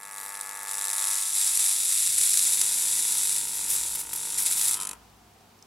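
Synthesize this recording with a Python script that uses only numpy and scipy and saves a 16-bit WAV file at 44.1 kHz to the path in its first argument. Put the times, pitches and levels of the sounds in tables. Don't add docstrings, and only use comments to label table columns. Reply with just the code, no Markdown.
import sys
import numpy as np
from scipy import signal
from scipy.fft import rfft, irfft
from scipy.io import wavfile
from scipy.ndimage import uniform_filter1d

SR = 44100
rng = np.random.default_rng(int(sys.argv[2]) if len(sys.argv) > 2 else 0)


def to_wav(sig):
    pcm = np.clip(np.atleast_2d(sig), -1, 1) * 32767
    pcm = np.round(pcm).astype(np.int16)
    wavfile.write(sys.argv[1], SR, pcm.T)


N = 249606
TIME, BINS = np.arange(N) / SR, np.fft.rfftfreq(N, 1 / SR)
MAINS_HZ, CROSSING_S = 50, -.0015
SPUTTER_S = 4.801


def amp(db):
    return 10 ** (np.asarray(db) / 20)


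def unit(x):
    return x / np.sqrt(np.mean(x ** 2) + 1e-20)


def steadied(x, size=1300):
    return x / np.sqrt(abs(uniform_filter1d(uniform_filter1d(x ** 2, size), size)) + 1e-12)


def curve(rows, t=TIME, column=1):
    rows = np.array(rows)
    return np.interp(t, rows[:, 0], rows[:, column])


def spectrum(points, hz=BINS):
    f, value = np.transpose(points)
    return np.interp(np.log(hz + 1), np.log(f), value)


def gate(start, length, rise_s, fall_s):
    return np.clip((TIME - start) / rise_s, 0, 1) * np.exp(-np.maximum(TIME - start - length, 0) / fall_s)


def shaped(x, gain):
    return irfft(rfft(x) * gain, N)


def coloured(x, db):
    cepstrum = irfft(np.log(amp(db)), N)
    cepstrum[1:N // 2] *= 2
    cepstrum[N // 2 + 1:] = 0
    return shaped(x, np.exp(rfft(cepstrum)))


def ring(x, modes):
    return shaped(x, sum(amp(db) / (1 + 1j * (BINS ** 2 - hz ** 2) / (width * BINS + 1e-9))
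                         for hz, width, db in modes))


def clicks(times, sizes):
    at = np.round(times * SR).astype(int)
    inside = (at >= 0) & (at < N)
    return np.bincount(at[inside], sizes[inside], N)


# f/Hz, side against mid/dB
SIDE_LEVEL = [(50, -30.5), (125, -23), (280, -5), (1000, -5.5), (3000, -4.5), (8000, -4), (13000, -19.5)]
def diffuse(mid, side):
    side = shaped(side, amp(spectrum(SIDE_LEVEL)))
    return np.array([mid + side, mid - side])


# f/Hz, level/dB
AIR_COLOUR = [(20, -21), (50, -8), (90, -5), (150, -4), (215, 1), (300, -7.5), (420, -5.5), (620, -11.5),
              (720, -3), (1000, -6.5), (1700, -14), (5000, -17), (15800, -24.5)]
# t/s, air level/dB, hum level/dB
ROOM_TONE = [(0, -63.5, -82), (1.5, -63, -77), (2.2, -57.5, -85), (4.85, -54, -69), (5.2, -57, -68)]
def room_tone():
    air = diffuse(*shaped(rng.standard_normal((2, N)), amp(spectrum(AIR_COLOUR))))
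    hum = np.sqrt(2) * np.sin(2 * np.pi * 2 * MAINS_HZ * TIME)
    return unit(air) * amp(curve(ROOM_TONE)) + hum * amp(curve(ROOM_TONE, column=2))


# t/s, delay after the zero crossing/ms
FIRING_DELAY = [(0, 3.5), (.25, 2.52), (.9, 2.53), (1.27, 0.74), (4.55, .75), (4.72, 1.28), (4.94, 3.5)]
def knock(levels, modes, edge_hz, uneven_db=2.0, skew_ms=0.28, lag_ms=0.12, scatter_db=0.5):
    count = np.arange(int(2 * MAINS_HZ * N / SR))
    crossings, odd = CROSSING_S + count / (2 * MAINS_HZ), count % 2
    delay_ms = curve(FIRING_DELAY, crossings)
    shaky = np.clip((delay_ms - .6) / 2, 0, 1)
    unsteady = (crossings > .1) & (crossings < .93)
    jitter_ms = np.where(unsteady, .13, .06) * rng.standard_normal(len(count))
    delay_ms = delay_ms + lag_ms + shaky * (skew_ms * (1 - odd) + jitter_ms)
    sizes = amp(shaky * (uneven_db * odd + scatter_db * rng.standard_normal(len(count))))
    jolts = clicks(crossings + delay_ms / 1000, sizes)
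    band_db = spectrum([(200, -14), (400, 0), (edge_hz, 0), (0.98 * edge_hz, -12), (3 * edge_hz, -22)])
    ringing = steadied(coloured(ring(jolts, modes), band_db))
    return ringing * amp(curve(levels)) * (TIME >= levels[0][0]) * (TIME < levels[-1][0])


# t/s, level/dB
OPENING_KNOCK = [(0, -49), (.2, -45), (1.08, -42), (1.3, -51), (1.7, -51.5), (2.05, -68)]
# f/Hz, width/Hz, level/dB
OPENING_MODES = [(402, 17, -27), (490.7, 11, 4), (737, 18, -31), (891, 35, 9), (990, 41, 2.5),
                 (1157, 106, 7.5), (1280, 54, 4.5), (1390, 53, 0.5), (1689, 95, 9), (1986, 200, 1),
                 (2670, 170, -3)]
def opening_knock():
    return knock(OPENING_KNOCK, OPENING_MODES, edge_hz=2700)


def sparks(per_s, size_db, burst_db=2.0, strike_ms=2.5, rise_ms=0.53, burn_ms=5.6, quench_ms=0.89):
    delay_ms = curve(FIRING_DELAY)
    halves = 2 * MAINS_HZ * (TIME - CROSSING_S - strike_ms / 1000)
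    age_ms = halves % 1 * 1000 / (2 * MAINS_HZ)
    burst = (1 - np.exp(-age_ms / rise_ms)) / (1 + np.exp((age_ms - burn_ms) / quench_ms))
    burst *= amp(-2.6 * age_ms * np.maximum(delay_ms - 1, 0))
    carry = np.exp(-delay_ms / .72) / (1 + (delay_ms / 2) ** 4)
    drive = carry + (1 - carry) * burst
    strikes = rng.random(N) < per_s / SR * np.sqrt(drive)
    burst_scatter = (1 - carry) * rng.standard_normal(N)[np.floor(halves).astype(int)]
    scatter_db = size_db * np.minimum(rng.standard_normal(N), 1.6) + burst_db * burst_scatter
    return steadied(strikes * drive ** (1 / 4) * amp(scatter_db) * rng.choice([-1, 1], N))


# f/Hz, level/dB
SPARK_COLOUR = [(100, -45.5), (700, -32), (1400, -23.5), (2100, -17.5), (2600, -15), (3050, -19),
                (3600, -8), (4900, -10), (6800, -6), (7500, 0.5), (11100, -1), (12300, -13), (14000, -27),
                (16000, -26)]
# f/Hz, width/Hz, gain/dB
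BULB_RIPPLE = [(4334, 110, -4), (6170, 260, 2), (6390, 120, -7), (8300, 33, -0.5), (8270, 96, -7.5),
               (8790, 127, -4), (9340, 242, 10), (9468, 272, -8), (9800, 380, -1.5), (12310, 230, -16)]
def spark_colour():
    ripple_db = sum(db * np.exp(-.5 * ((BINS - hz) / width) ** 2) for hz, width, db in BULB_RIPPLE)
    return spectrum(SPARK_COLOUR) + ripple_db


# t/s, level/dB
ARC_LEVEL = [(0, -49.5), (.2, -41.5), (.67, -40), (.69, -33), (1.1, -26.5), (1.3, -29.5), (1.5, -26.5),
             (2.55, -25), (2.7, -25.5), (3.36, -25.5), (3.44, -31.5), (3.85, -29.5), (4.0, -34),
             (4.06, -41.5), (4.18, -33.5), (4.56, -29), (4.74, -26), (4.79, -40.5)]
# t/s, gain/dB, length/s
ARC_SURGES = [(1.342, 3.5, 0.094), (1.44, 3, 0.056), (1.545, 3, 0.18), (1.883, 1.9, 0.2),
              (2.176, 3.5, 0.12), (2.305, 2, 0.24), (3.685, 2, 0.12), (4.372, 6, 0.023), (4.451, 8, 0.029),
              (4.504, 4.5, 0.029), (4.566, 3, 0.12)]
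# f/Hz, level/dB
STREAMER_COLOUR = [(300, -26.5), (4000, -15.5), (8000, -5), (10500, 0), (13000, -4), (14500, -13.5),
                   (16000, -16.5)]
# t/s, level/dB, length/s
SPRAYS = [(0.154, -45, 0.14), (0.627, -37.5, .016), (3.54, -38, 0.054), (3.684, -28.5, 0.078),
          (3.949, -28, 0.011), (3.987, -32, 0.027), (4.129, -28, 0.011), (4.157, -25, 0.0054),
          (4.384, -29, 0.053), (4.497, -32, .04), (4.56, -32, .155)]
def arc(full_db=-25, fizz_db=-37, fizz_follow=0.66):
    thick = unit(coloured(sparks(per_s=5200, size_db=4.0), spark_colour()))
    thin = unit(coloured(sparks(per_s=5000, size_db=3.8), spectrum(STREAMER_COLOUR)))
    surge_db = sum(db * gate(s, length, rise_s=0.0069, fall_s=0.005) for s, db, length in ARC_SURGES)
    arc_db = curve(ARC_LEVEL) + surge_db
    fizz = amp(fizz_db + fizz_follow * (arc_db - full_db))
    sprays = sum(amp(db) * gate(s, length, rise_s=0.0038, fall_s=0.0026) for s, db, length in SPRAYS)
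    return (thick * amp(arc_db) + thin * np.hypot(fizz, sprays)) * (TIME < SPUTTER_S)


def volleys(rows, colour_db, per_s=9000, quench_s=0.002):
    envelope = sum(amp(db) * (TIME >= s) * np.exp(-np.maximum(TIME - s - length, 0) / quench_s)
                   for s, db, length in rows)
    crackle = steadied(rng.standard_normal(N) * (rng.random(N) < per_s / SR), size=100)
    return coloured(crackle * envelope, colour_db) / np.sqrt(np.mean(amp(colour_db) ** 2))


# t/s, level/dB, length/s
SPARK_FLARES = [(.0315, -37, 0.0025), (.052, -38, 0.0013), (.111, -38, 0.0014), (.182, -33, 0.0017),
                (.3505, -33, .002), (.4108, -26, .0008), (.4922, -31, .001), (.682, -37, 0.0025),
                (2.341, -18, .0017), (2.373, -17, 0.0025), (2.391, -18, 0.0033), (2.613, -14.5, 0.0029)]
def flares():
    return volleys(SPARK_FLARES, spark_colour())


# peak t/s, f/Hz, width/Hz, level/dB, half length/s
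THUMP_AND_SWELLS = [(2.125, 100, 48, -59.5, .1), (3.86, 58, 4.5, -59, .3), (5.028, 57.4, 4.9, -62, .2),
                    (5.37, 720, 35, -62, 0.075)]
def thump_and_swells():
    sound = np.zeros(N)
    for peak_s, hz, width_hz, db, half_s in THUMP_AND_SWELLS:
        band = shaped(rng.standard_normal(N), np.exp(-.5 * ((BINS - hz) / width_hz) ** 2))
        sound += steadied(band, size=6000) * amp(db) / (1 + ((TIME - peak_s) / half_s) ** 2)
    return sound


# f/Hz, width/Hz, level/dB
CORE_MODES = [(162, 27, 6.5), (308, 70, -3), (463, 80, 2.5), (592.6, 7.8, 0), (938, 115, 5),
              (1130, 140, -8), (1382, 140, 2.5), (1910, 350, -5.5), (2510, 280, -3.5)]
def core_buzz(on_s=2.4, off_s=4.95, snap_db=-50.5, hum_db=-76, lag_s=.0116, rebound_s=.003234):
    times = lag_s + np.arange(int(MAINS_HZ * N / SR)) / MAINS_HZ
    times += .4 * curve(FIRING_DELAY, times) / 1000
    sizes = amp(rng.standard_normal(len(times)))
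    snaps = clicks(times, sizes) + 0.32 * clicks(times + rebound_s, sizes)
    hum = np.sqrt(2) * np.cos(2 * np.pi * 3 * MAINS_HZ * (TIME - lag_s))
    load = gate(on_s, off_s - on_s, rise_s=.03, fall_s=0.0045)
    return (unit(ring(snaps, CORE_MODES)) * amp(snap_db) + hum * amp(hum_db)) * load


# t/s, level/dB
CLOSING_KNOCK = [(4.55, -60), (4.72, -49.5), (4.8, -43.5), (4.94, -52.5)]
# f/Hz, width/Hz, level/dB
CLOSING_MODES = [(1030, 62, -2), (1270, 120, -0.5), (2570, 170, -8), (3190, 120, 1.5)]
def closing_knock():
    return knock(CLOSING_KNOCK, CLOSING_MODES, edge_hz=3140)


def sputter(count=14, level_db=-27, drop_db=10.5, volley_s=0.0031, weak_life_s=0.041, strong_life_s=.13):
    ages = np.arange(count) / (2 * MAINS_HZ)
    spent = ages / np.resize([weak_life_s, strong_life_s], count)
    rows = [(SPUTTER_S + age, level_db - drop_db * used ** 6, volley_s) for age, used in zip(ages, spent)]
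    return volleys(rows, spark_colour())


# t/s, level/dB
LAST_TICKS = [(5.408, -64), (5.59, -58), (5.625, -44.5)]
# f/Hz, level/dB
TICK_COLOUR = [(200, -9), (1500, -22), (4000, -14.5), (5200, 6), (8000, -6), (11000, -16), (16000, -22)]
def ticks():
    return volleys([(s, db, .001) for s, db in LAST_TICKS], spectrum(TICK_COLOUR), quench_s=0.0013)


# f/Hz, t60/s
ROOM_DECAY = [(150, 0.12), (1000, 0.48), (4000, 0.055), (14000, 0.15)]
def reflections(x):
    taps = rng.choice([-1., 1.], (2, SR // 2)) * (rng.random((2, SR // 2)) < .12)
    taps *= TIME[:SR // 2] > .002
    hz, t, bands = signal.stft(taps, SR, nperseg=256)
    bands *= np.exp(-np.log(1000) * t / spectrum(ROOM_DECAY, hz)[:, None])
    tails = signal.istft(bands, SR, nperseg=256)[1]
    tails /= np.linalg.norm(tails[0])
    return diffuse(*signal.fftconvolve(x[None], tails, axes=1)[:, :N])


# f/Hz, left against right/dB
LEFT_LEAN = [(150, 0), (500, 2), (1000, 3.1), (2000, 1.6), (4400, .7), (8500, .9), (13000, 0)]
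def scene(spark_room_db=-12, supply_room_db=-12.5):
    discharge = arc() + flares() + sputter() + ticks()
    supply = opening_knock() + core_buzz() + closing_knock()
    echoes = reflections(amp(spark_room_db) * discharge + amp(supply_room_db) * supply)
    lean_db = spectrum(LEFT_LEAN) / 2
    near = shaped(discharge + supply + echoes, amp([lean_db, -lean_db]))
    return near + room_tone() + thump_and_swells()


def record(dry):
    lowpass = signal.firwin(611, 15900, window=("kaiser", 9), fs=SR)
    return signal.oaconvolve(dry, lowpass[None], "same")


dry = scene()
out = record(dry)
to_wav(out)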